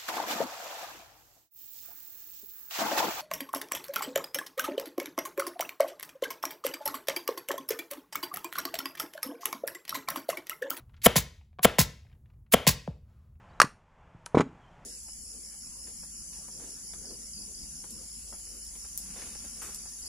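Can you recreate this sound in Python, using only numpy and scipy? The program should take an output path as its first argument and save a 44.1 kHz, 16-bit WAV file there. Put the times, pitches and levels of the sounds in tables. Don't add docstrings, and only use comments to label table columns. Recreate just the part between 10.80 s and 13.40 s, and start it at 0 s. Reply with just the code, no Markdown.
import sys
import numpy as np
from scipy import signal
from scipy.fft import rfft, irfft
from scipy.io import wavfile
from scipy.ndimage import uniform_filter1d

SR = 44100
rng = np.random.default_rng(int(sys.argv[2]) if len(sys.argv) > 2 else 0)


def magnitude_from_level(level_db):
    exponent = np.asarray(level_db, float) / 20
    return 10 ** exponent


def dump_mix(stems):
    frames = np.atleast_2d(stems).T
    limited = np.clip(frames, -1, 1)
    pcm = np.round(limited * 32767).astype(np.int16)
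    wavfile.write(sys.argv[1], SR, pcm)


N = 114660
T = np.arange(N) / SR
HZ = np.fft.rfftfreq(N, 1 / SR)

# strike_s, strike_db, release_s, knock_db, vent_db
FIRINGS = [
    (0.2606, 1, .3584, -1, -14),
    (0.8473, 0, .9856, 2.5, -12),
    (1.7371, -0.5, 1.8687, 2, -11.5),
]
# start_s, tool_db, bench_db
BUMPS = [
    (0.7876, -35, -45),
    (.7930, -26.5, -42),
    (2.0765, -42, -23),
]
RETURN_S = 0.022
STRIKE_LEAD_S = .005


def strike():
    # start_s after the strike, nose_db, blade_db
    blows = [
        (-.0002, -37.5, -6.5),
        (.0008, -12.5, -13),
        (.0035, -23, -14.5),
        (.0045, -29.5, -13.5),
        (.0053, -3.5, -22),
        (.0070, -7, -27.5),
    ]
    # pitch_hz, level_db, t60_s
    nose_modes = [(524, -2, 0.03), (700, -2, 0.042), (963, -1, 0.016), (1340, -6, .03)]
    # pitch_hz, level_db, t60_s
    blade_modes = [(1890, -5.5, .007), (2280, 1.5, .008), (3144, 0.5, 0.0067), (4040, -10, 0.0028),
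                   (4930, -12, 0.01), (7560, -3.5, 0.011)]
    t = T[:SR // 2] - STRIKE_LEAD_S
    tool = 0
    for start_s, nose_db, blade_db in blows:
        tool = tool + magnitude_from_level(nose_db) * ring(nose_modes, t - start_s)
        tool = tool - magnitude_from_level(blade_db) * ring(blade_modes, t - start_s)
    smother_s, smother_fade_s, smothered_db = 0.0094, 0.0014, -22.5
    free = 1 / (1 + np.exp(np.clip((t - smother_s) / smother_fade_s, -50, 50)))
    thud_hz, thud_db, peak_s, spread_s = 211, -14.5, .0082, 0.0038
    thud = np.exp(-((t - peak_s) / spread_s) ** 2 / 2) * np.cos(2 * np.pi * thud_hz * t)
    return tool * (free + magnitude_from_level(smothered_db)) + magnitude_from_level(thud_db) * thud


def firings():
    # pitch_hz, level_db
    buzz_spectrum = [(140, 0.5), (300, -5), (600, 1.5), (1100, -5.5), (2000, -4.5), (3300, -10),
                     (5000, -18), (16000, -42)]
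    buzz_db, lag_s, t60_s = -29.5, 0.0027, 0.36
    rows, buzz = [], 0
    for strike_s, strike_db, *_ in FIRINGS:
        rows.append((strike_s - STRIKE_LEAD_S, strike_db))
        buzz = buzz + magnitude_from_level(strike_db + buzz_db) * fade(T - strike_s - lag_s, t60_s)
    return place(strike(), rows) + buzz * noise(buzz_spectrum)


def inlet_air():
    # open_s, rise_db_per_ms, hiss_db
    pulls = [
        (.246, 2.22, -18.5),
        (0.833, 3.5, -20.5),
        (1.724, 4.5, -22),
    ]
    # pitch_hz, level_db
    inlet_spectrum = [(300, -19), (1500, -8.5), (4000, -7), (7500, -5), (11000, 3.5), (15500, -1),
                      (16500, -28.5)]
    # pitch_hz, level_db
    seep_spectrum = [(1000, -25.5), (2200, 0), (5000, -1), (6000, -10), (7500, -4.5), (12000, -8.5),
                     (16000, -31.5)]
    creep_db_per_ms, cut_s, fade_s = 0.2068, .0065, 0.00084
    inlet = 0
    for (strike_s, *_), (open_s, rise_db_per_ms, hiss_db) in zip(FIRINGS, pulls):
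        ms = 1000 * (T - open_s)
        swell_db = np.minimum(rise_db_per_ms * ms, creep_db_per_ms * np.minimum(ms, 30))
        shut = np.exp(-np.clip(T - strike_s - cut_s, 0, None) / fade_s)
        inlet = inlet + magnitude_from_level(hiss_db + swell_db) * shut
    seep = magnitude_from_level(-48) * fade(T - .2175, 0.27)
    return inlet * noise(inlet_spectrum) + seep * noise(seep_spectrum)


def crack_air():
    # pitch_hz, level_db
    crack_spectrum = [(200, -12.5), (1000, -6), (2000, 0), (3300, 14.5), (4500, -7), (7500, -1),
                      (12000, -14.5), (16500, -38)]
    crack_s, crack_db = .0095, -20
    crack = 0
    for strike_s, strike_db, *_ in FIRINGS:
        burst = np.exp(-(np.clip(T - strike_s, 0, 1) / crack_s) ** 4)
        crack = crack + magnitude_from_level(strike_db) * (T >= strike_s) * burst
    return magnitude_from_level(crack_db) * crack * noise(crack_spectrum)


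def vent_air():
    # pitch_hz, level_db
    vent_spectrum = [(300, -24), (1500, -8.5), (3000, -5), (5000, -3.5), (8000, -5), (11500, -4.5),
                     (15500, -5), (16500, -31.5)]
    leak_s, leak_db = .002, -9
    lag_s, rise_s, vent_t60_s = .0034, 0.0011, 0.11
    puff_db, puff_t60_s = -16, 0.06
    vent = 0
    for _, _, release_s, _, vent_db in FIRINGS:
        leak = magnitude_from_level(leak_db) * np.clip(1 - np.abs(T - release_s) / leak_s, 0, 1)
        t = T - release_s - lag_s
        blow = fade(t, vent_t60_s) * (1 - np.exp(-np.clip(t, 0, 1) / rise_s))
        puff = magnitude_from_level(puff_db) * fade(T - release_s - RETURN_S, puff_t60_s)
        vent = vent + magnitude_from_level(vent_db) * (leak + blow + puff)
    return vent * noise(vent_spectrum)


def air():
    gust_db, gust_hz = 2, 343.4
    return (inlet_air() + crack_air() + vent_air()) * magnitude_from_level(gust_db * walk(gust_hz))


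def tool_knocks():
    # pitch_hz, level_db, t60_s
    valve_modes = [(1058, -7, 0.042), (1990, 7.5, 0.0042), (2690, -9.5, .02)]
    # pitch_hz, level_db, t60_s
    touch_modes = [(744, -4, 0.024), (1077, 1.5, 0.013), (1500, -1.5, 0.0061), (2240, -3, .006),
                   (2940, -4.5, 0.0037)]
    knocks = []
    for _, _, release_s, knock_db, _ in FIRINGS:
        knocks += [(release_s, knock_db - 14.5), (release_s + RETURN_S, knock_db - 20.5)]
    touches = [(start_s, tool_db) for start_s, tool_db, _ in BUMPS]
    t = T[:SR // 4]
    return place(ring(valve_modes, t), knocks) + place(ring(touch_modes, t), touches)


def bending_wave():
    # pitch_hz, level_db
    bench_response = [(35, -24), (60, -4.5), (100, -10), (160, 1.5), (220, -4.5), (340, -16.5), (560, 0.5),
                      (1000, -6.5)]
    start_hz, fall, t60_s, phase, rise_s = 1100, .75, 0.24, 0.2, 0.00049
    pitch_hz = start_hz * (1000 * T + 0.35) ** -fall
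    chirp = fade(T, t60_s) * np.sin(2 * np.pi * np.cumsum(pitch_hz) / SR + phase)
    chirp = chirp * (1 - np.exp(-T / rise_s))
    return irfft(rfft(chirp) * response(bench_response), N)[:SR // 2]


def bench_knocks():
    knocks = [(start_s, bench_db) for start_s, _, bench_db in BUMPS]
    for strike_s, strike_db, release_s, knock_db, _ in FIRINGS:
        knocks += [(strike_s, strike_db - 22),
                   (release_s, knock_db - 13.5),
                   (release_s + RETURN_S, knock_db - 25)]
    return place(bending_wave(), knocks)


def vinyl():
    # start_s, level_db, pitch_hz
    ticks = [(0.001, -55, 710), (0.095, -58.5, 1300), (0.136, -62, 1490), (0.142, -53.5, 1480),
             (0.166, -58, 3080), (0.176, -58.5, 1500), (0.61, -54, 703), (0.729, -61.5, 770),
             (1.249, -56.5, 703), (1.266, -63, 1850), (1.288, -77, 2710), (1.298, -67, 2032),
             (1.315, -57, 860), (1.327, -60.5, 1853), (1.35, -63, 837), (1.458, -67, 1810),
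             (1.501, -60.5, 1215), (1.535, -63, 770), (1.664, -64, 1340), (2.129, -59.5, 719),
             (2.554, -71, 1540)]
    # time_s, level_db
    slide = [(0, -63), (.06, -83), (.15, -78), (.3, -96), (1.2, -96), (1.3, -78), (1.4, -93.5),
             (1.5, -78.5), (1.6, -90.5), (2.2, -92.5), (2.3, -73.5), (2.45, -77), (2.6, -89.5)]
    # pitch_hz, level_db
    cloth = [(150, -21), (400, 0.5), (850, -3), (1250, -1), (1700, -10), (3000, -15), (8000, -23)]
    tick_db, t60_s, width, open_hz, open_db = 8, 0.045, 0.71, 2100, -6
    out = magnitude_from_level(np.interp(T, *np.array(slide).T)) * noise(cloth)
    for start_s, level_db, pitch_hz in ticks:
        grit = rng.standard_normal(N) * magnitude_from_level(level_db + tick_db) * fade(T - start_s, t60_s)
        for centre_hz, gain_db in ((pitch_hz, 0), (open_hz, open_db)):
            once = band(grit, centre_hz, centre_hz * width)
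            out = out + magnitude_from_level(gain_db) * band(once, centre_hz, centre_hz * width)
    return out


def shop():
    # pitch_hz, level_db
    rumble = [(22, -8.5), (70, 0.5), (135, -10.5), (190, -25.5), (420, -38), (1400, -53), (3600, -70.5),
              (10000, -55)]
    hum_hz, hum_db = 213, -72
    level_db = -54 + 2.5 * walk(11)
    return magnitude_from_level(level_db) * noise(rumble) + magnitude_from_level(hum_db) * np.sin(2 * np.pi * hum_hz * T)


def room(x):
    # pitch_hz, t60_s, level_db
    decay = [(56.5, .6, 2), (198, 0.15, -3), (394, 0.45, 3), (800, 0.093, 2), (1500, 0.37, 4),
             (2500, 0.46, -4), (4770, 0.39, -1), (11900, 0.17, -13.5)]
    hz, t60_s, level_db = np.array(decay).T
    gap_s, room_db = .004, -18.5
    tail = 0
    for f in 60 * 2. ** np.arange(0, 8.1, .5):
        band_t60_s = np.interp(np.log(f), np.log(hz), t60_s)
        band_db = np.interp(np.log(f), np.log(hz), level_db)
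        echoes = band(rng.standard_normal(N), f, f / 2.2)
        tail = tail + echoes * fade(T - gap_s, band_t60_s) * magnitude_from_level(band_db)
    tail = tail[:SR]
    return signal.fftconvolve(x, tail / np.sqrt(np.sum(tail ** 2)))[:N] * magnitude_from_level(room_db)


def ring(modes, t):
    contact_s = 0.00028
    soft = 1 - np.exp(-np.clip(t, 0, 1) / contact_s)
    return soft * sum(magnitude_from_level(db) * fade(t, t60) * np.sin(2 * np.pi * hz * t) for hz, db, t60 in modes)


def fade(t, t60):
    return (t >= 0) * magnitude_from_level(-60 * np.clip(t, 0, None) / t60)


def response(points):
    hz, db = np.array(points, float).T
    return magnitude_from_level(np.interp(np.log(HZ + 1), np.log(hz), db))


def noise(points):
    x = irfft(rfft(rng.standard_normal(N)) * response(points), N)
    return x / x.std()


def band(x, hz, width):
    return signal.lfilter(*signal.iirpeak(hz, hz / width, fs=SR), x)


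def place(sound, rows):
    at = np.zeros(N)
    for start_s, level_db in rows:
        at[int(start_s * SR)] += magnitude_from_level(level_db)
    return signal.fftconvolve(at, sound)[:N]


def walk(hz):
    k = int(SR / hz)
    return uniform_filter1d(np.repeat(rng.standard_normal(N // k + 1), k), k)[:N]


def scene():
    # pitch_hz, left_lead_rad, left_minus_right_db
    ports = [(500, .35, 1.6), (1460, .8, 2.2), (3010, .25, 2.4), (7200, -.1, 0), (11100, -6.3, 0),
             (15400, -12.5, .3)]
    blows = firings()
    rest = air() + tool_knocks() + bench_knocks() + vinyl()
    near = rest + magnitude_from_level(-9) * blows
    heard = rfft(rest + blows + room(near) + shop())
    hz, lead_rad, left_right_db = np.array([(0, 0, 0)] + ports).T
    half = magnitude_from_level(np.interp(HZ, hz, left_right_db) / 2) * np.exp(.5j * np.interp(HZ, hz, lead_rad))
    high_pass = signal.butter(2, 500, "high", fs=SR, output="sos")
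    apart = signal.sosfilt(high_pass, room(near)) * magnitude_from_level(-9.5)
    return np.array([irfft(heard * half, N) + apart, irfft(heard / half, N) - apart])


def top_cut(x):
    return signal.sosfilt(signal.butter(12, 16950, fs=SR, output="sos"), x)


def record(dry):
    ceiling = np.array([.85, 1.3])
    x = signal.sosfilt(signal.butter(2, 41.7, "high", fs=SR, output="sos"), dry)
    x = signal.sosfilt(signal.ellip(8, .2, 60, 16000, fs=SR, output="sos"), x)
    top = np.where(x < 0, ceiling[1], ceiling[0])
    return top_cut(top * np.tanh(x / top))


dry = scene()
out = record(dry)
dump_mix(out)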